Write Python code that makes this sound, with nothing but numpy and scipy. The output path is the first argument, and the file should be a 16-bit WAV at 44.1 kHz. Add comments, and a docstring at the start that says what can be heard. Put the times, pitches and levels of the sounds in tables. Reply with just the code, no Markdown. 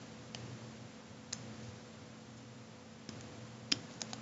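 """A small room hums and hisses; a mono, narrow-band microphone is close to a hand-held plastic loom.
Just above a table, a metal hook works rubber bands over the pegs: a faint rub, then a dry click as hook
and band slip off, with a soft knock of the frame. Hands rustle; at 1.3 s a hard snap rings the hook's
shaft. After a lull the clicks bunch up from 3.1 s, the loudest at 3.7 s. Each click opens the
recorder's noise suppressor, so the background jumps up and slowly sinks again."""
import sys
import numpy as np
from scipy import signal
from scipy.fft import rfft, irfft, next_fast_len
from scipy.io import wavfile
from scipy.ndimage import uniform_filter1d

SR = 44100
rng = np.random.default_rng(int(sys.argv[2]) if len(sys.argv) > 2 else 0)


def int16_out(signal):
    """Quantize to a 16-bit WAV file."""
    q = np.round(np.clip(np.atleast_2d(signal).T, -1, 1) * 32767)
    wavfile.write(sys.argv[1], SR, q.astype(np.int16))


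N = 185793

# household machines humming in the room: pitch_hz, level_db (rms), waver_db
HUM_TONES = [(166.1, -66.5, 1), (221.6, -55, 1.1), (260, -68, 3), (483.8, -75, 1), (498.7, -62, .4),
             (707, -73.5, 3)]
# mains hum and a motor close to it in pitch: pitch_hz, level_db (rms, before the trim)
THROB_TONES = [(119.94, -61), (120.98, -58)]
# room rumble: frequency_hz, relative_db
RUMBLE_SPECTRUM = [(25, -24.5), (45, -11.5), (62, -15), (85, -2), (115, 1), (150, -2.5), (200, -3.5),
                   (270, -1.5), (340, -25), (500, -28)]
# room hiss: frequency_hz, relative_db
HISS_SPECTRUM = [(120, -36), (300, -6.5), (560, -7), (800, -11), (1300, -13.5), (2200, -17), (4000, -20),
                 (7400, -22), (9000, -29)]
# a band dragged along a peg: centre_s, level_db, half_length_s
RUBS = [(.02, -60.5, 0.0063), (.466, -63, 0.0057), (1.66, -61.5, 0.045), (2.381, -60, 0.01),
        (3.925, -60, 0.03), (4.104, -54, 0.0067)]
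# hook and bands slipping off the pegs: start_s, level_db, low_db, mid_db, upper_db, top_db (colour at
# 1.8, 3, 4.1, 6.6 kHz), rebound_gap_s, rebound_gain (negative pulls back), tuning_ratio, ring_ratio,
# crack_db
CLICKS = [(.347, -34.7, -7, 3.5, -2.5, -7, .00056, -0.51, 0.99, 1.45, -8),
          (1.3262, -38, -2, -7, 8, -4, 0.00073, .55, 1, .52, -4),
          (1.3298, -33.5, -7, -20, -11, -8, .00077, 0.39, 0.96, 0.67, -6),
          (1.3309, -28.5, -6.5, -26, -14, 3, 0.00045, 0.33, 1.01, 0.62, -11),
          (3.0903, -39.5, -6, -11, -6.5, -6, .0011, -.3, 1.024, .72, -4),
          (3.2092, -44, -1, 0, -2, 7, .0005, .3, 1.02, .55, -6),
          (3.7164, -35, -18, -14, -8.5, -4, .0007, .3, 0.93, .7, -12),
          (3.7185, -26.2, -10, 1, -9, -2, .00062, -0.64, .972, .77, -4),
          (3.7223, -19, -6.5, -4, -6, -19, .00045, -.39, 1.0, 1.35, -8),
          (4.0066, -41.5, -13, -25, -19, -9, .00047, .5, 1.03, 1, -5),
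          (4.0163, -29, -4, -9, -0.5, 3, .000635, -0.3, .98, 1.15, -17),
          (4.1322, -33.5, 5, -3, 12.5, 4.5, 0.00053, -0.42, .987, 1.5, -8)]
# where a click's colour is set, the fourth being the main resonance: frequency_hz
COLOUR_HZ = (1800, 3000, 4100, 5200, 6600)
# resonances of pegs and hook: pitch_hz, relative_db, t60_s
PEG_MODES = [(1533, -7, 0.0076), (1874, -9, 0.01), (2386, -5, 0.0076), (2925, -3.5, 0.0071),
             (3170, -5, 0.013), (3610, -4.5, 0.0088), (3980, -5.5, 0.01), (4480, -5, 0.0077),
             (5060, 0, 0.01), (5380, -0.7, 0.0058), (5670, -7.5, 0.011), (6300, -1.5, 0.0077),
             (6670, -4.5, 0.0077), (7024, -6, 0.013)]
# knocks of the frame: start_s, level_db, pitch_hz, t60_s
KNOCKS = [(.3477, -37.5, 730, 0.013), (1.682, -38.5, 103, 0.1), (3.0900, -31.5, 254, 0.022),
          (3.722, -27.5, 280, 0.045), (4.0166, -36, 760, 0.013), (4.1324, -35, 746, 0.024)]
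# hands shifting on the loom: centre_s, level_db, half_length_s
HAND_MOVES = [(.43, -56, 0.057), (.6, -53, 0.083), (1.49, -58, 0.045), (1.69, -56.5, 0.016),
              (3.17, -59.5, 0.044), (3.35, -53, 0.094), (3.78, -53.5, 0.065)]
# the hardest snaps striking the shaft: start_s, strike_db, place (0-1 along it), tilt_db_per_octave
SHAFT_HITS = [(1.331, -23.5, .5, 9), (3.7226, -23, .38, -5)]
# faint after-ring of the metal shaft: pitch_hz, relative_db, t60_s
SHAFT_MODES = [(3203, -35.5, .2), (3871, -35.5, .25), (5230, -29.5, .24), (5520, -27.5, .2),
               (6135, -32, .2), (6900, -31, .17)]
# colour of the room's tail: frequency_hz, relative_db
TAIL_SPECTRUM = [(300, -0.5), (2400, -1), (3400, 0.5), (4400, -2), (5100, -5.5), (6100, 2), (7100, 4)]


def from_db(db):
    """Decibels to gain."""
    return 10 ** (np.asarray(db) / 20)


def rms_one(x):
    """Scale to unit rms."""
    return x / np.sqrt(np.mean(x ** 2) + 1e-20)


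def add(track, start_s, sound):
    """Mix a short sound into a track."""
    at = int(round(start_s * SR))
    track[at:at + len(sound)] += sound[:N - at]


def shaped_noise(gain_at):
    """White noise weighted by a gain over frequency, rms 1."""
    size = next_fast_len(N, True)
    bins_hz = np.maximum(np.arange(size // 2 + 1) * SR / size, 1)
    spectrum = rfft(rng.standard_normal(size)) * gain_at(bins_hz)
    return rms_one(irfft(spectrum, size)[:N])


def noise(spectrum):
    """Steady noise coloured by rows of frequency_hz, relative_db."""
    hz, db = np.transpose(spectrum)
    return shaped_noise(lambda bins_hz: from_db(np.interp(np.log(bins_hz), np.log(hz), db)))


def drift(rate_hz):
    """Random wander, rms 1, mostly slower than rate_hz."""
    return shaped_noise(lambda bins_hz: 1 / (1 + (bins_hz / rate_hz) ** 2))


def strokes(rows):
    """Envelope of a row of smooth, bell-shaped movements."""
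    t = np.arange(N) / SR
    return sum(from_db(db) * np.exp(-.5 * ((t - centre_s) / half_s) ** 2) for centre_s, db, half_s in rows)


def ring(hz, t60_s, t):
    """One struck mode dying away."""
    return np.sin(2 * np.pi * hz * t) * np.exp(-np.log(1000) * t / t60_s)


def motor_throb(swell_s=.58, trim_db=.1):
    """A motor beats against the mains hum, swelling about once a second."""
    t = np.arange(N) / SR - swell_s
    return sum(np.sqrt(2) * from_db(db + trim_db) * np.cos(2 * np.pi * hz * t) for hz, db in THROB_TONES)


def room_tone(rumble_db=-52.5, hiss_db=-53.5):
    """Behind the loom, household machines waver over steady rumble and hiss."""
    t = np.arange(N) / SR
    hum = 0
    for hz, db, waver_db in HUM_TONES:
        phase_wander = .12 * drift(2)
        tone = np.sqrt(2) * np.sin(2 * np.pi * (hz * t + rng.random()) + phase_wander)
        hum += from_db(db + waver_db * drift(6)) * tone
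    return hum + from_db(rumble_db) * noise(RUMBLE_SPECTRUM) + from_db(hiss_db) * noise(HISS_SPECTRUM)


def band_rubs(grain_db=3):
    """Rubber sticks and slips on plastic in short grainy strokes."""
    friction = noise([(500, -11.5), (2000, -3), (4500, 1.5), (7000, 4), (9000, -32)])
    return strokes(RUBS) * rms_one(friction * from_db(grain_db * drift(150)))


def click(colour_db, gap_s, rebound_gain, tuning_ratio, ring_ratio, crack_db, crack_s=.0034):
    """The hook slips off a peg and rebounds twice; the pull of the bands tunes and damps the modes."""
    t = np.arange(SR // 20) / SR
    body = 0
    for k, (hz, db, t60_s) in enumerate(PEG_MODES):
        strength = (-1) ** k * from_db(db + np.interp(hz, COLOUR_HZ, colour_db))
        body += strength * ring(hz * tuning_ratio, t60_s * ring_ratio, t)
    contacts = sum(rebound_gain ** k * np.interp(t - k * gap_s, t, body) for k in range(3))
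    contacts /= np.sqrt(np.sum(contacts ** 2) / (SR // 500))   # rms 1 when packed into 2 ms
    # toneless snap of the rubber
    crack = from_db(crack_db) * rng.standard_normal(len(t)) * np.exp(-t / crack_s)
    return contacts + signal.sosfilt(signal.butter(2, 1000, "high", fs=SR, output="sos"), crack)


def hook_clicks():
    """Each contact colours the modes in its own way, against the main resonance near 5.2 kHz."""
    out = np.zeros(N)
    for start_s, db, low_db, mid_db, upper_db, top_db, *contact in CLICKS:
        colour_db = (low_db, mid_db, upper_db, 0, top_db)
        add(out, start_s, from_db(db) * click(colour_db, *contact))
    return out


def frame_knocks():
    """The frame knocks as a band lets go or a finger shifts; the fingers quickly damp it."""
    out, t = np.zeros(N), np.arange(SR // 10) / SR
    for start_s, db, hz, t60_s in KNOCKS:
        add(out, start_s, -from_db(db) * ring(hz, t60_s, t))
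    return out


def hand_rustle():
    """Soft skin shifting on the frame makes a low, dull rustle."""
    skin = noise([(40, -21.5), (85, -8.5), (115, 6), (170, -17), (330, -5.5), (450, -18),
                  (900, -28), (1350, -24), (2000, -38), (6000, -61)])
    return strokes(HAND_MOVES) * skin


def shaft_ring(split_hz=85, twin_gain=.6):
    """The place struck decides which shaft modes ring on; each is a close pair, so it flutters."""
    out, t = np.zeros(N), np.arange(SR // 2) / SR
    for start_s, strike_db, place, tilt_db_per_octave in SHAFT_HITS:
        for k, (hz, mode_db, t60_s) in enumerate(SHAFT_MODES, 1):
            gain = from_db(strike_db + mode_db + tilt_db_per_octave * np.log2(hz / COLOUR_HZ[3]))
            mode_shape = np.sin(k * np.pi * place)
            pair = ring(hz, t60_s, t) - twin_gain * ring(hz + split_hz, t60_s, t)
            add(out, start_s, gain * mode_shape * pair / np.hypot(1, twin_gain))
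    return out


def room_reflections(x, t60_s=.27, tail_db=-16.5, echo_s=.0106, echo_db=-21):
    """The small room returns one near reflection and a short, coloured diffuse tail."""
    t = np.arange(SR // 2) / SR
    build_up = 1 - np.exp(-t / .0022)
    tail = noise(TAIL_SPECTRUM)[:len(t)] * np.exp(-np.log(1000) * t / t60_s) * build_up
    response = from_db(tail_db) * tail / np.sqrt(np.sum(tail ** 2))
    add(response, echo_s, from_db([echo_db]))
    return signal.fftconvolve(x, response)[:N]


def suppressor(x, depth_db=6.5, close_s=.79, open_from_db=-59, open_fully_db=-39.5):
    """The noise suppressor opens at once on a burst of treble, then slowly turns the level down again."""
    treble = signal.sosfilt(signal.butter(2, 1500, "high", fs=SR, output="sos"), x.mean(axis=0))
    power = np.abs(uniform_filter1d(treble ** 2, size=SR // 250))
    treble_db = 10 * np.log10(power + 1e-18)
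    push = np.clip((treble_db - open_from_db) / (open_fully_db - open_from_db), 0, 1)
    push[0] = .77   # starts mostly open
    closing = np.exp(-np.arange(N) / SR / close_s)
    opening = np.maximum.accumulate(push / closing) * closing   # each peak decays until overtaken
    return x * from_db(-depth_db * (1 - opening))


def scene():
    """Handwork close to one microphone, the room behind it, alike in both channels."""
    handwork = hook_clicks() + shaft_ring() + frame_knocks() + band_rubs() + hand_rustle()
    at_microphone = handwork + room_reflections(handwork) + room_tone() + motor_throb()
    return np.tile(at_microphone, (2, 1))


def record(dry):
    """The recorder drops the bass below 70 Hz, turns down steady noise and cuts steeply at 7.4 kHz."""
    low_cut = signal.butter(3, 70, "high", fs=SR, output="sos")
    high_cut = signal.ellip(8, .3, 60, 7400, fs=SR, output="sos")
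    thin = signal.sosfilt(low_cut, dry)
    return signal.sosfilt(high_cut, suppressor(thin))


dry = scene()
out = record(dry)
int16_out(out)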